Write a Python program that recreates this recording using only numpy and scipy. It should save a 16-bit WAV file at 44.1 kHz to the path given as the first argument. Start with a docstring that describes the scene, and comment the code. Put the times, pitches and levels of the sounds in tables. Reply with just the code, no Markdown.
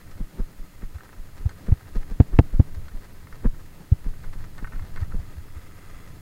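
"""A camera worn by the rider heaves, shudders and thumps as a mountain bike rolls down a packed dirt trail.
Bumps are slow damped swings led by mount and shell rings; knocks on the mount's stop overload at their hardest.
Chain and cables are bouncing clicks that ring frame, links and shell; random pawl ticks ring the hub as a whirr.
Tyres hum, crunch and scuff as shaped noise, over a rumbling wind and a steady hiss."""
import sys
import numpy as np
from scipy import signal
from scipy.fft import rfft, irfft
from scipy.io import wavfile
from scipy.ndimage import map_coordinates

SR = 44100
rng = np.random.default_rng(int(sys.argv[2]) if len(sys.argv) > 2 else 0)


def generate_wav(sig):
    """Save sig (samples, or channels by samples) to the path in sys.argv[1] as 16-bit PCM at SR."""
    pcm = np.round(np.clip(np.atleast_2d(sig).T, -1, 1) * 32767).astype(np.int16)
    wavfile.write(sys.argv[1], SR, pcm)


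N = 273861
TIME = np.arange(N) / SR

# Bumps in the trail. Each row: time in seconds, heave level in dB, sharpness (shudder over heave) in dB.
BUMPS = [(0.22, -19, -6), (.412, -15, -6), (0.611, -25.5, -14.5), (.845, -24.5, -3), (1.205, -25.5, -17.5),
         (1.423, -23.5, -9.5), (1.701, -14, -5), (1.976, -13, -9), (2.13, -19, -9.5), (2.35, -12, -10),
         (2.555, -11, -13), (2.959, -22, -14), (3.469, -8.5, -2.5), (4.078, -14.5, -12.5),
         (4.285, -22, -38), (4.37, -26, -10.5), (4.425, -26.5, -22), (4.64, -23, -5), (4.77, -18.5, -20),
         (5.16, -15, -8.5)]
# The mount meets its stop. Each row: time in seconds, thump level before overload in dB, relative crack in dB.
KNOCKS = [(0.9602, -26.5, -49), (1.464, -10, -40), (1.7255, -3.14, -36), (2.2058, 9, -23.5),
          (2.3931, 16.5, -7), (2.6014, 4, -39), (2.78, -24.5, -46), (3.9256, -2.5, -40), (4.828, -28, -46),
          (5.029, -16.5, -41), (5.2, -25.5, -51), (5.3856, -29, -53), (5.5747, -29.5, -49)]
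# Rings of the mount and the camera shell. Each row: pitch in Hz, relative level in dB, 60 dB decay in seconds.
MOUNT_MODES = [(95, -11, .07), (135, -7, .09), (190, 1, .04), (275, -7, .03), (410, -12, .03),
               (560, -22, .02)]
SHELL_MODES = [(300, 1, .035), (440, -9, .03), (710, 3, .022), (860, 3, .017), (1280, -6, .018),
               (2000, 0, .009), (2750, -3, .008), (4900, -10, .005)]
# Chain and cables slap the frame. Each row: time in seconds, relative level in dB, share of bare chain 0-1.
RATTLES = [(.82, -41.5, 0.14), (0.837, -42, 0.3), (.983, -41.5, .4), (1.0064, -37.5, 0.02),
           (1.056, -43, 0.08), (1.091, -41, 0), (1.1295, -43, 0.14), (1.492, -34.5, 0.94),
           (1.669, -43.5, 0.48), (2.882, -38.5, 0.67), (3.27, -40.5, 0.39), (3.3252, -37.5, 0.1),
           (3.543, -44, 0.24), (4.24, -38, 0.27), (4.329, -38.5, 0.5), (4.441, -40.5, .4), (4.58, -34, .75),
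           (4.6446, -28.5, 0), (4.671, -36.5, 0.3), (4.721, -36, .15), (4.733, -38, 0),
           (4.759, -40.5, 0.36), (4.794, -36, .2), (4.823, -43, .5), (4.96, -32.5, 0.62),
           (4.971, -30.5, 0.25), (5.0302, -36.5, .1), (5.119, -36.5, .2)]
# Rings of the frame, the chain links and the rear hub.
# Each row: pitch in Hz, relative level in dB, 60 dB decay in seconds.
FRAME_MODES = [(1104, 9, 0.0066), (1337, 1, 0.038), (1497, 1.5, 0.026), (1841, 0.5, 0.034),
               (2117, -6, 0.035), (2700, -4.5, 0.0059)]
LINK_MODES = [(3240, 1, 0.012), (3560, 2, .01), (4270, 3.5, 0.018), (4900, -3, 0.018), (5700, -3, 0.011),
              (6440, -6, 0.022), (8000, -4, .015)]
HUB_MODES = [(1260, 1, 0.018), (2040, -1, .014), (2690, -15, 0.048), (3380, -13.5, 0.03),
             (4340, -28, 0.023), (5000, -15, 0.019), (6700, -12, .014), (8580, -15, 0.022)]
# Coasting. Each row: time in seconds, freewheel whirr level in dB.
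COASTING = [(0, -65), (3.9, -67.5), (5.2, -64.5), (5.6, -59), (6.0, -56.5), (6.21, -67)]
# The ground under the tyres. Each row: time in seconds, relative hum in dB, relative crunch in dB.
GROUND = [(0.0, -56, -59.5), (0.41, -53.5, -59), (0.71, -55.5, -60), (1.28, -54, -58.5), (2.09, -52, -55.5),
          (2.28, -50, -59), (2.49, -52, -59), (2.75, -51.5, -57.5), (3.2, -53.5, -58), (3.77, -54, -60),
          (3.98, -51, -62), (4.15, -54.5, -57), (4.93, -50.5, -56.5), (5.08, -52.5, -56), (5.5, -53, -59.5),
          (6.21, -54.5, -57.5)]
# Wind at the microphone. Each row: time in seconds, relative level in dB.
GUSTS = [(0, -46), (.55, -48.5), (1.2, -47.5), (1.75, -48.5), (2.25, -42), (2.85, -43), (3.1, -49),
         (3.46, -42), (3.85, -51), (4.08, -40), (4.45, -45), (4.9, -38.5), (5.14, -34.5), (5.4, -43.5),
         (6.21, -46)]
# Noise colours. Each row: frequency in Hz, relative density in dB per Hz.
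HUM_SPECTRUM = [(80, -13.5), (140, 0), (200, -1.5), (250, -9), (295, -2.5), (360, -10.5), (425, -8),
                (470, -14.5), (530, -11.5), (620, -15), (850, -18), (1500, -25.5)]
CRUNCH_SPECTRUM = [(500, 3.5), (880, -1), (1000, 4.5), (1110, -4.5), (1270, 4.5), (1410, -7), (1550, 3),
                   (1690, 0.5), (1900, 1), (2350, -8.5), (2600, -8), (3000, -13), (4300, -10), (9000, -21)]
SCUFF_SPECTRUM = [(180, 4.5), (380, 6.5), (700, -10.5), (1100, -8.5), (1650, -12.5), (2300, -23),
                  (4000, -37.5)]
WIND_SPECTRUM = [(14, 5.5), (25, -9.5), (45, -17.5), (85, -11), (140, -19), (250, -38.5), (500, -73)]
HISS_SPECTRUM = [(200, -3), (2000, 10), (3600, 4.5), (4300, 8), (4600, 4.5), (4950, 6.5), (5700, 2),
                 (6900, 6.5), (7600, 3.5), (12000, 5), (16000, 4)]

# A sharper bump heaves the camera faster; the shudder comes just ahead of the heave.
HEAVE_HZ, SHARPNESS_DB_PER_OCTAVE, SHUDDER_LEAD_S = 27.2, 49, .0178
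# A stronger knock is higher, harder and shorter: each value at 0 dB, and the dB that double or halve it.
KNOCK_HZ, PITCH_DOUBLING_DB = 87.8, 112
HARDNESS, HARDNESS_DOUBLING_DB = 0.51, 14.5
KNOCK_CYCLES, LENGTH_HALVING_DB = 0.481, 30
TOUCH_LEAD_S, LEAD_HALVING_DB = 0.00597, 50  # first touch, before the peak
RELEASE_LAG_S = 0.0093  # the mount comes free, after the peak
# A cable settles quickly; the chain bounces harder and for longer.
CABLE_SETTLE_S, CHAIN_SETTLE_S = .004, .011
CABLE_REBOUND, CHAIN_REBOUND = 0.45, 1.5
# Faint slaps in between, their level set against the ground's crunch curve.
STRAY_PER_S, STRAY_DB, STRAY_SPREAD_DB = 14, 6, 4.5
# Trims on the ground and gust curves, and the hiss level.
HUM_TRIM_DB, CRUNCH_TRIM_DB, WIND_TRIM_DB, HISS_DB = 0.5, -2.3, 6.5, -59
# Amplitude limit; a higher knee runs into it more abruptly.
OVERLOAD, OVERLOAD_KNEE, CUTOFF_HZ = .705, 25, 15750


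def from_db(db):
    """Decibels to gain."""
    return 10 ** (np.asarray(db) / 20)


def rms_one(x):
    """Scale to an rms of 1."""
    return x / np.sqrt(np.mean(x ** 2) + 1e-20)


def in_time(rows):
    """Each column of a curve at every sample."""
    s, *columns = np.transpose(rows)
    return [np.interp(TIME, s, column) for column in columns]


def coloured(x, spectrum):
    """Give a steady excitation a spectrum; rms 1."""
    hz, db = np.transpose(spectrum)
    bins = np.maximum(np.arange(N + 1) * SR / (2 * N), 1)
    gain = from_db(np.interp(np.log(bins), np.log(hz), db))
    # beyond both ends of the curve the level falls 6 dB an octave
    gain = gain * np.minimum(bins / hz[0], 1) * np.minimum(hz[-1] / bins, 1)
    return rms_one(irfft(rfft(x, 2 * N) * gain)[:N])


def drift(rate):
    """Smooth random movement with an rms of 1, heading for a new value rate times a second."""
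    knots = rng.standard_normal(4096)
    return rms_one(map_coordinates(knots, [TIME * rate], order=2, mode="wrap"))


def ring(force, modes):
    """A unit click sets each mode ringing at its level; neighbours swing in opposite senses."""
    out = np.zeros(N)
    for k, (hz, db, t60) in enumerate(modes):
        decay = np.exp(-np.log(1000) / (t60 * SR))
        w = 2 * np.pi * hz / SR
        resonator = [1, -2 * decay * np.cos(w), decay * decay]
        out += (-1) ** k * from_db(db) * signal.lfilter([0, np.sin(w)], resonator, force + 1e-18)
    return out


def padded(force, cut_hz):
    """A soft contact spreads the force in time and loses its treble."""
    lowpass = signal.butter(2, min(cut_hz, .45 * SR), fs=SR, output="sos")
    return signal.sosfilt(lowpass, force + 1e-18)


def chatter(rows, rebound, count=8):
    """From rows of (s, dB, length s): a first touch, then dying rebounds of random size at uneven moments."""
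    force = np.zeros(N)
    for s, db, length in rows:
        delays = np.append(0, rng.exponential(1, count))
        bounces = rebound * rng.standard_normal(count) * np.exp(-delays[1:] / 2)
        sizes = np.append(1, bounces)
        at = np.clip(((s + delays * length) * SR).astype(int), 0, N - 1)
        # the level sets the energy of the whole burst
        np.add.at(force, at, from_db(db) * sizes / np.linalg.norm(sizes))
    return force


def swing(s, hz, hardness, cycles):
    """One heavily damped to-and-fro; a hard contact starts fast and slows as the padding gives."""
    out = np.zeros(N)
    near = np.abs(TIME - s) < 2 / hz
    t = TIME[near] - s
    hardness = max(hardness, 1e-3)
    turns = np.log(np.maximum(1 + hardness * hz * t, 1e-9)) / hardness
    edge_fade = np.minimum(4 - 2 * hz * np.abs(t), 1)
    out[near] = np.cos(2 * np.pi * turns) * np.exp(-(turns / cycles) ** 2) * edge_fade
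    return out


def shudders():
    """The jolt that each bump sends through the bike: rows of (s, dB)."""
    return [(s - SHUDDER_LEAD_S, db + sharp_db) for s, db, sharp_db in BUMPS]


def bumps():
    """Each bump shakes the mount and shell through the rider, then heaves the whole camera slowly."""
    heave = np.zeros(N)
    for s, db, sharp_db in BUMPS:
        hz = HEAVE_HZ * 2 ** (sharp_db / SHARPNESS_DB_PER_OCTAVE)
        heave += from_db(db) * swing(s, hz, hardness=0.88, cycles=0.54)
    shakes = chatter([(s, db, .005) for s, db in shudders()], rebound=0.22)
    shudder = from_db(0.5) * ring(shakes, MOUNT_MODES) - from_db(-23.0) * ring(shakes, SHELL_MODES)
    return heave + padded(shudder, cut_hz=680)


def knocks():
    """A dull thump against the stop: first touch cracks the shell, release leaves shell and mount ringing."""
    thump = np.zeros(N)
    touches = []
    for s, db, crack_db in KNOCKS:
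        hz = KNOCK_HZ * 2 ** (db / PITCH_DOUBLING_DB)
        hardness = HARDNESS * 2 ** (db / HARDNESS_DOUBLING_DB)
        cycles = KNOCK_CYCLES * 2 ** (-db / LENGTH_HALVING_DB)
        thump += from_db(db) * swing(s, hz, hardness, cycles)
        touches.append((s - TOUCH_LEAD_S * 2 ** (-db / LEAD_HALVING_DB), crack_db, .001))
    cracks = chatter(touches, rebound=0.28)
    release = chatter([(s + RELEASE_LAG_S, db, .002) for s, db, _ in KNOCKS], rebound=0.057)
    flex = from_db(-2) * np.tanh(release / from_db(18.5))  # the mount can only bend so far
    shell_force = from_db(-5) * padded(cracks, cut_hz=2470) + from_db(-23.5) * padded(flex, cut_hz=960)
    shell = ring(shell_force, SHELL_MODES)
    mount = ring(padded(flex, cut_hz=106), MOUNT_MODES)
    return -(thump + shell + mount)


def rattles(crunch_db):
    """Chain and cables bounce on the frame; bare metal adds a bright click, and both reach the shell."""
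    strays = []
    for u, v in rng.random((int(STRAY_PER_S * N / SR), 2)):
        # stray slaps are louder where the ground is rough
        db = crunch_db[int(u * N)] + STRAY_DB + STRAY_SPREAD_DB * (2 * v - 1)
        strays.append((u * N / SR, db, CABLE_SETTLE_S))
    slaps = chatter(strays, rebound=0.91)
    click_rows = []
    for s, db, chain in RATTLES:
        settle_s = np.interp(chain, [0, 1], [CABLE_SETTLE_S, CHAIN_SETTLE_S])
        rebound = np.interp(chain, [0, 1], [CABLE_REBOUND, CHAIN_REBOUND])
        slaps += chatter([(s, db, settle_s)], rebound)
        click_rows.append((s, db + 20 * np.log10(max(chain, 1e-3)), .003))
    clicks = chatter(click_rows, rebound=1.0)
    frame = from_db(-7.0) * ring(slaps, FRAME_MODES)
    links = from_db(-12) * ring(clicks, LINK_MODES)
    shell = ring(from_db(-14.0) * clicks + from_db(-13) * padded(slaps, cut_hz=310), SHELL_MODES)
    return frame + links + shell


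def freewheel():
    """Pawls tick so quickly and unevenly that they blur into a whirr in the hub."""
    whirr_db, = in_time(COASTING)
    ticks = (rng.random(N) < 900 / SR) * rng.standard_normal(N)  # about 900 a second
    return from_db(whirr_db) * rms_one(ring(ticks, HUB_MODES))


def tyres(hum_db, crunch_db):
    """Knobs drum on the dirt and crush grit; the tread scuffs while a bump loads the tyre."""
    load = np.zeros(N)
    for s, db in shudders():
        load += from_db(db) * np.exp(-((TIME - s - .004) / 0.016) ** 2)
    grit = (rng.random(N) < 1800 / SR) * rng.standard_normal(N)  # about 1800 grains a second
    hum_gain = from_db(HUM_TRIM_DB + hum_db + 2.0 * drift(22))
    hum = hum_gain * coloured(rng.standard_normal(N), HUM_SPECTRUM)
    crunch_gain = from_db(CRUNCH_TRIM_DB + crunch_db + 3.8 * drift(45))
    crunch = crunch_gain * coloured(grit, CRUNCH_SPECTRUM)
    scuff = from_db(-21.0) * load * coloured(rng.standard_normal(N), SCUFF_SPECTRUM)
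    return hum + crunch + scuff


def air(wind_db):
    """Lumpy wind at the microphone port, and the microphone's even hiss."""
    wind_gain = from_db(WIND_TRIM_DB + wind_db + 2.3 * drift(6.7))
    wind = wind_gain * coloured(rng.standard_normal(N), WIND_SPECTRUM)
    hiss = from_db(HISS_DB) * coloured(rng.standard_normal(N), HISS_SPECTRUM)
    return wind + hiss


def scene():
    """Everything is close and in the open, so there is no echo."""
    wind_db, = in_time(GUSTS)
    hum_db, crunch_db = in_time(GROUND)
    camera = bumps() + knocks()
    bike = rattles(crunch_db) + freewheel() + tyres(hum_db, crunch_db)
    return (camera + bike + air(wind_db))[None]


def record(dry):
    """The hardest knocks clip flat, with slightly rounded corners; the extreme treble is cut."""
    clipped = dry / (1 + np.abs(dry / OVERLOAD) ** OVERLOAD_KNEE) ** (1 / OVERLOAD_KNEE)
    lowpass = signal.ellip(10, .1, 70, CUTOFF_HZ, fs=SR, output="sos")
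    return signal.sosfilt(lowpass, clipped)


dry = scene()
out = record(dry)
generate_wav(out)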